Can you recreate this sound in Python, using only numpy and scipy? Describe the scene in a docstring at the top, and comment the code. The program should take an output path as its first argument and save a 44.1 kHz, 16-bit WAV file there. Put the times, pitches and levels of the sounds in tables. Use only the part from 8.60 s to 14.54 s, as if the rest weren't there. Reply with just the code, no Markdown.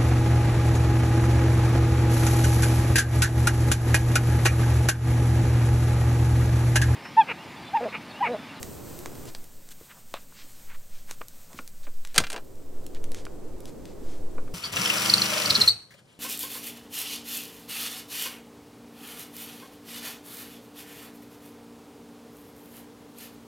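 """A vehicle's door latch springs open with a loud clack, heard close from inside the cab in snowy woods.
Before it, someone pulls on work gloves: cloth rubs and crackles, an elastic cuff snaps on the wrist,
gear ticks and knocks. After it, the door rattles free and swings open on a dull outdoor roar.
The body-worn microphone sways and hisses faintly. Everything sits in the centre but the outdoor air:
a moment of wind in the trees at the start, and the roar at the end."""
import sys
import numpy as np
from scipy import signal
from scipy.fft import rfft, irfft, next_fast_len
from scipy.io import wavfile
from scipy.ndimage import uniform_filter1d

SR = 44100
rng = np.random.default_rng(int(sys.argv[2]) if len(sys.argv) > 2 else 0)


def bounce(signal):
    """Save signal as a 16-bit WAV file at the path given by the first command-line argument."""
    frames = np.transpose(np.atleast_2d(signal))
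    limited = np.clip(frames, -1, 1)
    pcm = np.round(limited * 32767).astype(np.int16)
    wavfile.write(sys.argv[1], SR, pcm)


N = 261954
TIME = np.arange(N) / SR


def door():
    """The handle takes up slack, the latch lets go and bounces, its parts rattle and the panel booms."""
    # contacts of handle and door: start_s, level_db, top_hz, boom_db
    rattles = [(3.5440, -28, 10000, -38), (3.553, -26.5, 9000, -32), (3.5604, -18, 9000, -26),
               (3.5700, -28, 3000, -24), (3.602, -20, 8000, -19), (3.6380, -23, 2800, -35),
               (3.6422, -26, 3500, -41), (3.668, -27.5, 4500, -44), (3.7012, -22.5, 9400, -35),
               (3.7187, -28, 11000, -33.5), (3.729, -23.5, 9100, -28), (3.7430, -32, 3500, -26.5),
               (3.7615, -26, 4500, -26), (3.7770, -33.5, 4000, -30)]
    # resonances of the latch: pitch_hz, width_hz, gain_db
    latch_modes = [(1215, 35, 3), (1366, 55, 6), (1590, 180, 5), (2060, 46, 1), (2385, 52, 6),
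                   (2570, 85, 1), (2750, 50, 3), (2950, 99, 1), (3250, 47, -2), (3400, 55, -5.5),
                   (4000, 200, -3), (4570, 332, -3), (6220, 180, -5), (6800, 140, -4), (8250, 200, 1),
                   (9000, 536, -1.5)]
    release_s, bounce_s, latch_low_hz = 3.5795, .003, 1260
    boom = dict(low_hz=390, top_hz=760, t60_s=.1)
    blows, panel = np.zeros((2, N))
    for k in range(3):   # the release, then two bounces, each softer and duller
        blow = contact(0.78 - 8.5 * k, latch_low_hz, top_hz=10500 * .62 ** k, t60_s=.027, crack=.0805)
        add(blows, release_s + k * bounce_s, blow)
    thump = contact(level_db=-16.5, low_hz=72, top_hz=150, t60_s=.3, crack=.98)
    add(panel, release_s + bounce_s, thump + contact(level_db=-22, **boom, crack=.63))
    for start_s, level_db, top_hz, boom_db in rattles:
        add(blows, start_s, contact(level_db, latch_low_hz, top_hz, t60_s=.045, crack=.25))
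        add(panel, start_s, contact(boom_db, **boom, crack=.4))
    ringing = sum(ring(blows, latch_modes))
    metal = band(from_db(-5) * blows + from_db(-4.5) * ringing, low_hz=200, top_hz=13700)
    return metal + panel + from_db(-14.5) * cab(metal + panel, top_hz=9000)


def cuff_snap(start_s=1.5403, level_db=-21.5):
    """One clean slap of elastic on skin rings briefly and wakes the cab."""
    # resonances of the cuff on the wrist: pitch_hz, width_hz, gain_db
    cuff_modes = [(244, 160, -10), (587, 175, 2.5), (755, 320, -0.5), (1120, 240, -1), (2450, 1200, -13.5),
                  (3750, 730, -10.5), (9100, 12000, -27.5)]
    impulse = np.zeros(N)
    add(impulse, start_s, np.ones(1))
    slap = sum((-1) ** k * mode for k, mode in enumerate(ring(impulse, cuff_modes)))
    slap = at_level(slap, level_db)
    return slap + from_db(-4) * cab(band(slap, 840, 12000, order=1), top_hz=6000)


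def gear_ticks():
    """Small hard parts touch right beside the microphone; smaller parts sound higher."""
    # ticks of clothing and gear: start_s, level_db, low_hz
    ticks = [(0.0297, -25.5, 2600), (0.3900, -34.5, 7000), (0.459, -31, 600), (0.5538, -42, 4000),
             (0.6549, -40.5, 3000), (0.7496, -29.5, 450), (0.8420, -42.5, 7000), (1.0893, -40.5, 2500),
             (2.511, -28.5, 1500), (2.684, -35.5, 6200), (2.9312, -41.5, 600), (3.0770, -35.5, 3500),
             (3.4502, -32.5, 796), (3.4730, -38.5, 1500), (4.2654, -36.5, 4000), (4.3482, -40, 1200),
             (4.4415, -35.5, 1400), (4.5185, -34.5, 1500), (4.5463, -32.5, 1000), (4.653, -37, 600),
             (5.0050, -43.5, 4950), (5.0557, -37.5, 2500), (5.2550, -40.5, 1200)]
    out = np.zeros(N)
    for start_s, level_db, low_hz in ticks:
        top_hz = 8500 * (low_hz / 1000) ** .25
        add(out, start_s, contact(level_db, low_hz, top_hz, t60_s=.011, crack=.7, order=1))
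    return out + from_db(-9.5) * cab(out, top_hz=12000)


def gear_knocks():
    """Softer, heavier contacts on hollow gear; the deeper ones stir the cab more."""
    # dull blows that excite the gear: start_s, level_db, centre_hz, t60_s
    knocks = [(0.4590, -31, 760, 0.0057), (1.2120, -42, 238, .018), (1.7230, -49, 736, 0.033),
              (1.845, -46, 150, 0.044), (2.5112, -37.5, 920, .01), (2.6110, -36.5, 500, 0.022),
              (2.615, -31.5, 1130, 0.015), (2.945, -37.5, 98, .06), (2.9891, -30, 1340, 0.039),
              (2.9940, -38, 290, 0.1), (3.2686, -40.5, 1310, 0.045), (3.2730, -40.5, 368, .07),
              (4.6667, -37.5, 1100, .009), (5.782, -32, 450, 0.028), (5.877, -45, 700, 0.054)]
    # hollow resonances of the gear: pitch_hz, width_hz, gain_db
    hollow_modes = [(267, 104, 1.5), (492, 81, 2.5), (1127, 220, 1.5), (1414, 140, 4), (1590, 75, -3.5),
                    (2335, 150, 4)]
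    out, echo_send = np.zeros((2, N))
    for start_s, level_db, centre_hz, t60_s in knocks:
        blow = contact(level_db, centre_hz / 1.8, centre_hz * 1.8, t60_s, crack=.48)
        blow = band(blow, low_hz=40, top_hz=3600)   # soft surfaces take off the top
        knock = from_db(-1) * blow + sum(ring(blow, hollow_modes))
        send_db = -16 - 5 * np.log2(centre_hz / 1000)
        add(out, start_s, knock)
        add(echo_send, start_s, knock * from_db(send_db))
    return out + cab(echo_send, top_hz=4970)


def cloth_rubs():
    """Fibres catch and slip thousands of times a second under each swelling stroke."""
    # strokes of cloth and glove: middle_s, half_length_s, level_db, top_hz
    strokes = [(0.686, .023, -47, 10000), (1.117, .017, -47, 14000), (1.312, .028, -49.5, 2840),
               (1.369, .05, -58, 1400), (1.566, 0.029, -47.5, 3000), (1.801, 0.064, -50.5, 6500),
               (1.93, .11, -58.5, 15000), (2.112, 0.036, -49.5, 2600), (2.151, 0.017, -50.5, 2800),
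               (2.359, 0.084, -58, 8000), (2.499, .025, -52, 2600), (2.516, 0.042, -49.5, 13000),
               (2.928, 0.045, -56.5, 1210), (2.984, .035, -52.5, 9000), (3.245, .021, -53.5, 8000),
               (3.507, .046, -58.5, 5000), (4.364, 0.024, -55, 4600), (4.583, .053, -50.5, 9000),
               (5.087, 0.028, -53, 11000), (5.293, .06, -60, 7000), (5.513, .096, -57, 9000)]
    out = np.zeros(N)
    t = TIME[:SR // 2] - 1 / 4
    for middle_s, half_length_s, level_db, top_hz in strokes:
        low_hz = min(top_hz / 2.84, 1090)
        friction = rng.standard_normal(len(t))
        slips = friction * from_db(7.2 * np.clip(rng.standard_normal(len(t)), -2, 2))
        rasp = band(band(slips, low_hz, top_hz), low_hz, top_hz)   # soft cloth gives steep edges
        rasp /= np.sqrt(np.mean(rasp ** 2) + 1e-20)
        swell = np.exp(-2 * (t / half_length_s) ** 2)
        add(out, middle_s + t[0], from_db(level_db) * swell * rasp)
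    return out


def fabric_crackle():
    """Creases in stiff fabric let go at random, most of them barely above the hiss."""
    creases_per_s = with_door(shut=28, wide_open=10)
    lets_go = rng.random(N) < creases_per_s / SR
    sizes = from_db(-41 + 3.1 * np.minimum(rng.exponential(1, N), 2.5)) * rng.choice([-1, 1], N)
    clicks = band(lets_go * sizes + 1e-18, low_hz=4500, top_hz=14000)
    return clicks + from_db(-7.5) * cab(clicks, top_hz=13070)


def outdoor_air():
    """Wind in the trees drops and dies away soon after the start; later the opening door lets in a wide roar."""
    # spectrum of the wind: frequency_hz, density_db
    wind_spectrum = [(20, -6), (50, 0), (130, 2.5), (190, -1), (320, 1), (480, -3.5), (700, -9),
                     (1200, -14.5), (2000, -24.5), (4000, -30), (9000, -32), (16000, -40)]
    # spectrum of the outdoor roar: frequency_hz, density_db
    roar_spectrum = [(25, 8), (45, 3.5), (95, 0.5), (170, -5), (290, 1), (400, -0.5), (540, -3),
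                     (660, -10.5), (1000, -17), (1600, -26), (3000, -33), (8000, -33), (16000, -43)]
    wind_ends_s, drop_s, drop_db, fade_db_per_s = .68, .054, 6.5, 42
    since_s = np.maximum(TIME - wind_ends_s, 0)
    wind_db = -43.5 - drop_db * np.minimum(since_s / drop_s, 1) - fade_db_per_s * since_s
    wind = from_db(wind_db) * steady_noise(wind_spectrum)
    gap = with_door(shut=0, wide_open=1)
    roar = np.sqrt(gap) * from_db(-43) * steady_noise(roar_spectrum)   # power grows with the gap
    mid, side = wind + roar
    left_right = np.array([[1], [-1]])
    return (mid + side * left_right) * from_db(-1.5 / 2 * left_right)   # leans 1.5 dB to the right


def cab_rumble():
    """The cab's low, steady rumble rises a little as the door opens."""
    # spectrum of the rumble: frequency_hz, density_db
    spectrum = [(25, -25.5), (60, 0.5), (110, 0.5), (170, 2), (260, -2.5), (380, -14.5), (540, -5.5),
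                (800, -20)]
    return from_db(with_door(shut=-60, wide_open=-56.5)) * steady_noise(spectrum)[0]


def microphone_hiss():
    """A faint hiss flutters slightly and grows duller as the door opens."""
    # contour of the hiss: time_s, relative_db
    contour = [(0.0, -50), (0.58, -52.5), (0.83, -55.5), (2.89, -56.5), (3.32, -59), (3.52, -59.5),
               (3.61, -56), (3.84, -61.5), (4.71, -63), (5.94, -62.5)]
    # spectrum of the hiss: frequency_hz, density_db
    spectrum = [(300, 2.5), (1000, 0), (2000, -1.7), (3300, -2.5), (6000, -0.6), (8200, 3.5), (9300, 0),
                (10600, -8.5), (12300, 2), (13700, 2), (16000, 0.5)]
    flutter_per_s = 18
    flutter_db = 1.44 * np.interp(TIME * flutter_per_s, np.arange(1000), rng.standard_normal(1000))
    contour_db = np.interp(TIME, *np.transpose(contour))
    hiss = from_db(contour_db + 2.5 + flutter_db) * steady_noise(spectrum)[0]
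    dull_share = with_door(shut=0, wide_open=.42)
    return (1 - dull_share) * hiss + dull_share * uniform_filter1d(hiss, size=3)


def microphone_sway(half_lurch_s=.35):
    """Slow pressure swings swell as each lurch of the body presses air on the microphone."""
    # lurches of the body: middle_s, level_db
    lurches = [(.82, -41.5), (2.3, -33), (3.5, -30), (4.502, -26.5), (5.75, -24.5)]
    # spectrum of the pressure swings: frequency_hz, density_db
    spectrum = [(1, -7), (4, -0.5), (8, -2.5), (12, -19.5), (22, -27), (30, -35.5), (60, -65), (200, -110)]
    swells = sum(from_db(level_db) * np.exp(-((TIME - middle_s) / half_lurch_s) ** 2)
                 for middle_s, level_db in lurches)
    return (from_db(-47) + swells) * steady_noise(spectrum)[0]


def cab(x, top_hz, t60_s=.12):
    """Close soft walls return a short, dull, dense echo."""
    t = TIME[:SR // 3]
    tail = rng.standard_normal(len(t)) * from_db(-60 * t / t60_s) * (t > .003)
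    tail = signal.sosfilt(signal.butter(2, top_hz, fs=SR, output="sos"), tail / np.linalg.norm(tail))
    return signal.fftconvolve(x, tail)[:N]


def with_door(shut, wide_open):
    """A value that moves evenly from shut to wide_open as the door swings."""
    swing_starts_s, swing_s = 3.645, 1
    return shut + (wide_open - shut) * np.clip((TIME - swing_starts_s) / swing_s, 0, 1)


def contact(level_db, low_hz, top_hz, t60_s, crack, order=2):
    """Two parts meet: a sharp crack, then a dense dying chatter."""
    t = TIME[:SR // 4]
    decay = from_db(-60 * t / t60_s)
    scatter = rfft(rng.standard_normal(len(t)) * decay ** (3 / 4))
    flat = scatter / np.abs(scatter)   # a hard contact feeds all frequencies alike
    force = irfft(flat, len(t)) * decay ** .5
    force /= np.linalg.norm(force)
    force[0] = crack
    return at_level(band(force + 1e-18, low_hz, top_hz, order), level_db)


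def ring(x, modes):
    """Yield the response of each mode, a two-pole resonance peaking at its gain."""
    for pitch_hz, width_hz, gain_db in modes:
        radius = np.exp(-np.pi * width_hz / SR)
        feedforward = np.array([1, 0, -1]) * (1 - radius ** 2) / 2
        feedback = [1, -2 * radius * np.cos(2 * np.pi * pitch_hz / SR), radius ** 2]
        yield from_db(gain_db) * signal.lfilter(feedforward, feedback, x + 1e-18)


def steady_noise(spectrum):
    """Coloured noise as a mid signal of rms one and an unrelated side signal."""
    # stereo width of outdoor air: frequency_hz, side_minus_mid_db
    air_width = [(20, -12), (60, -0.5), (125, -4.5), (280, -1), (500, -2), (800, -4), (1400, -12.5),
                 (3000, -7), (14000, 3)]
    size = next_fast_len(N)
    hz = np.maximum(np.fft.rfftfreq(size, 1 / SR), 1e-3)
    colour, width = [from_db(np.interp(np.log(hz), np.log(curve[:, 0]), curve[:, 1]))
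                     for curve in (np.array(spectrum), np.array(air_width))]
    colour /= 1 + (hz / spectrum[-1][0] / 2) ** 4   # rolls off an octave above the last point
    white = rfft(rng.standard_normal((2, size)))
    mid_side = irfft(white * [colour, colour * width], size)[:, :N]
    return mid_side / np.std(mid_side[0])


def band(x, low_hz, top_hz, order=2):
    """A high-pass of the given order, then a second-order low-pass."""
    x = signal.sosfilt(signal.butter(order, low_hz, "high", fs=SR, output="sos"), x)
    return signal.sosfilt(signal.butter(2, top_hz, fs=SR, output="sos"), x)


def at_level(sound, level_db):
    """Scale a hit so that its energy, spread over a millisecond, has this level."""
    return from_db(level_db) * sound / np.linalg.norm(sound) * np.sqrt(SR / 1000)


def from_db(db):
    """Decibels to gain."""
    return 10 ** (np.asarray(db) / 20)


def add(out, start_s, sound):
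    """Mix a sound in from start_s on."""
    at = round(start_s * SR)
    out[at:at + len(sound)] += sound[:N - at]


def scene():
    """Close sounds sit in the centre of the wide outdoor background."""
    close = gear_ticks() + gear_knocks() + cuff_snap() + door() + cloth_rubs() + fabric_crackle()
    return close + outdoor_air() + cab_rumble() + microphone_hiss() + microphone_sway()


def record(dry):
    """The recorder rounds the loudest peak and cuts the highest treble."""
    ceiling, cutoff_hz = .9, 15900
    rounded = ceiling * np.tanh(dry / ceiling)
    return signal.sosfilt(signal.ellip(10, .2, 80, cutoff_hz, fs=SR, output="sos"), rounded)


dry = scene()
out = record(dry)
bounce(out)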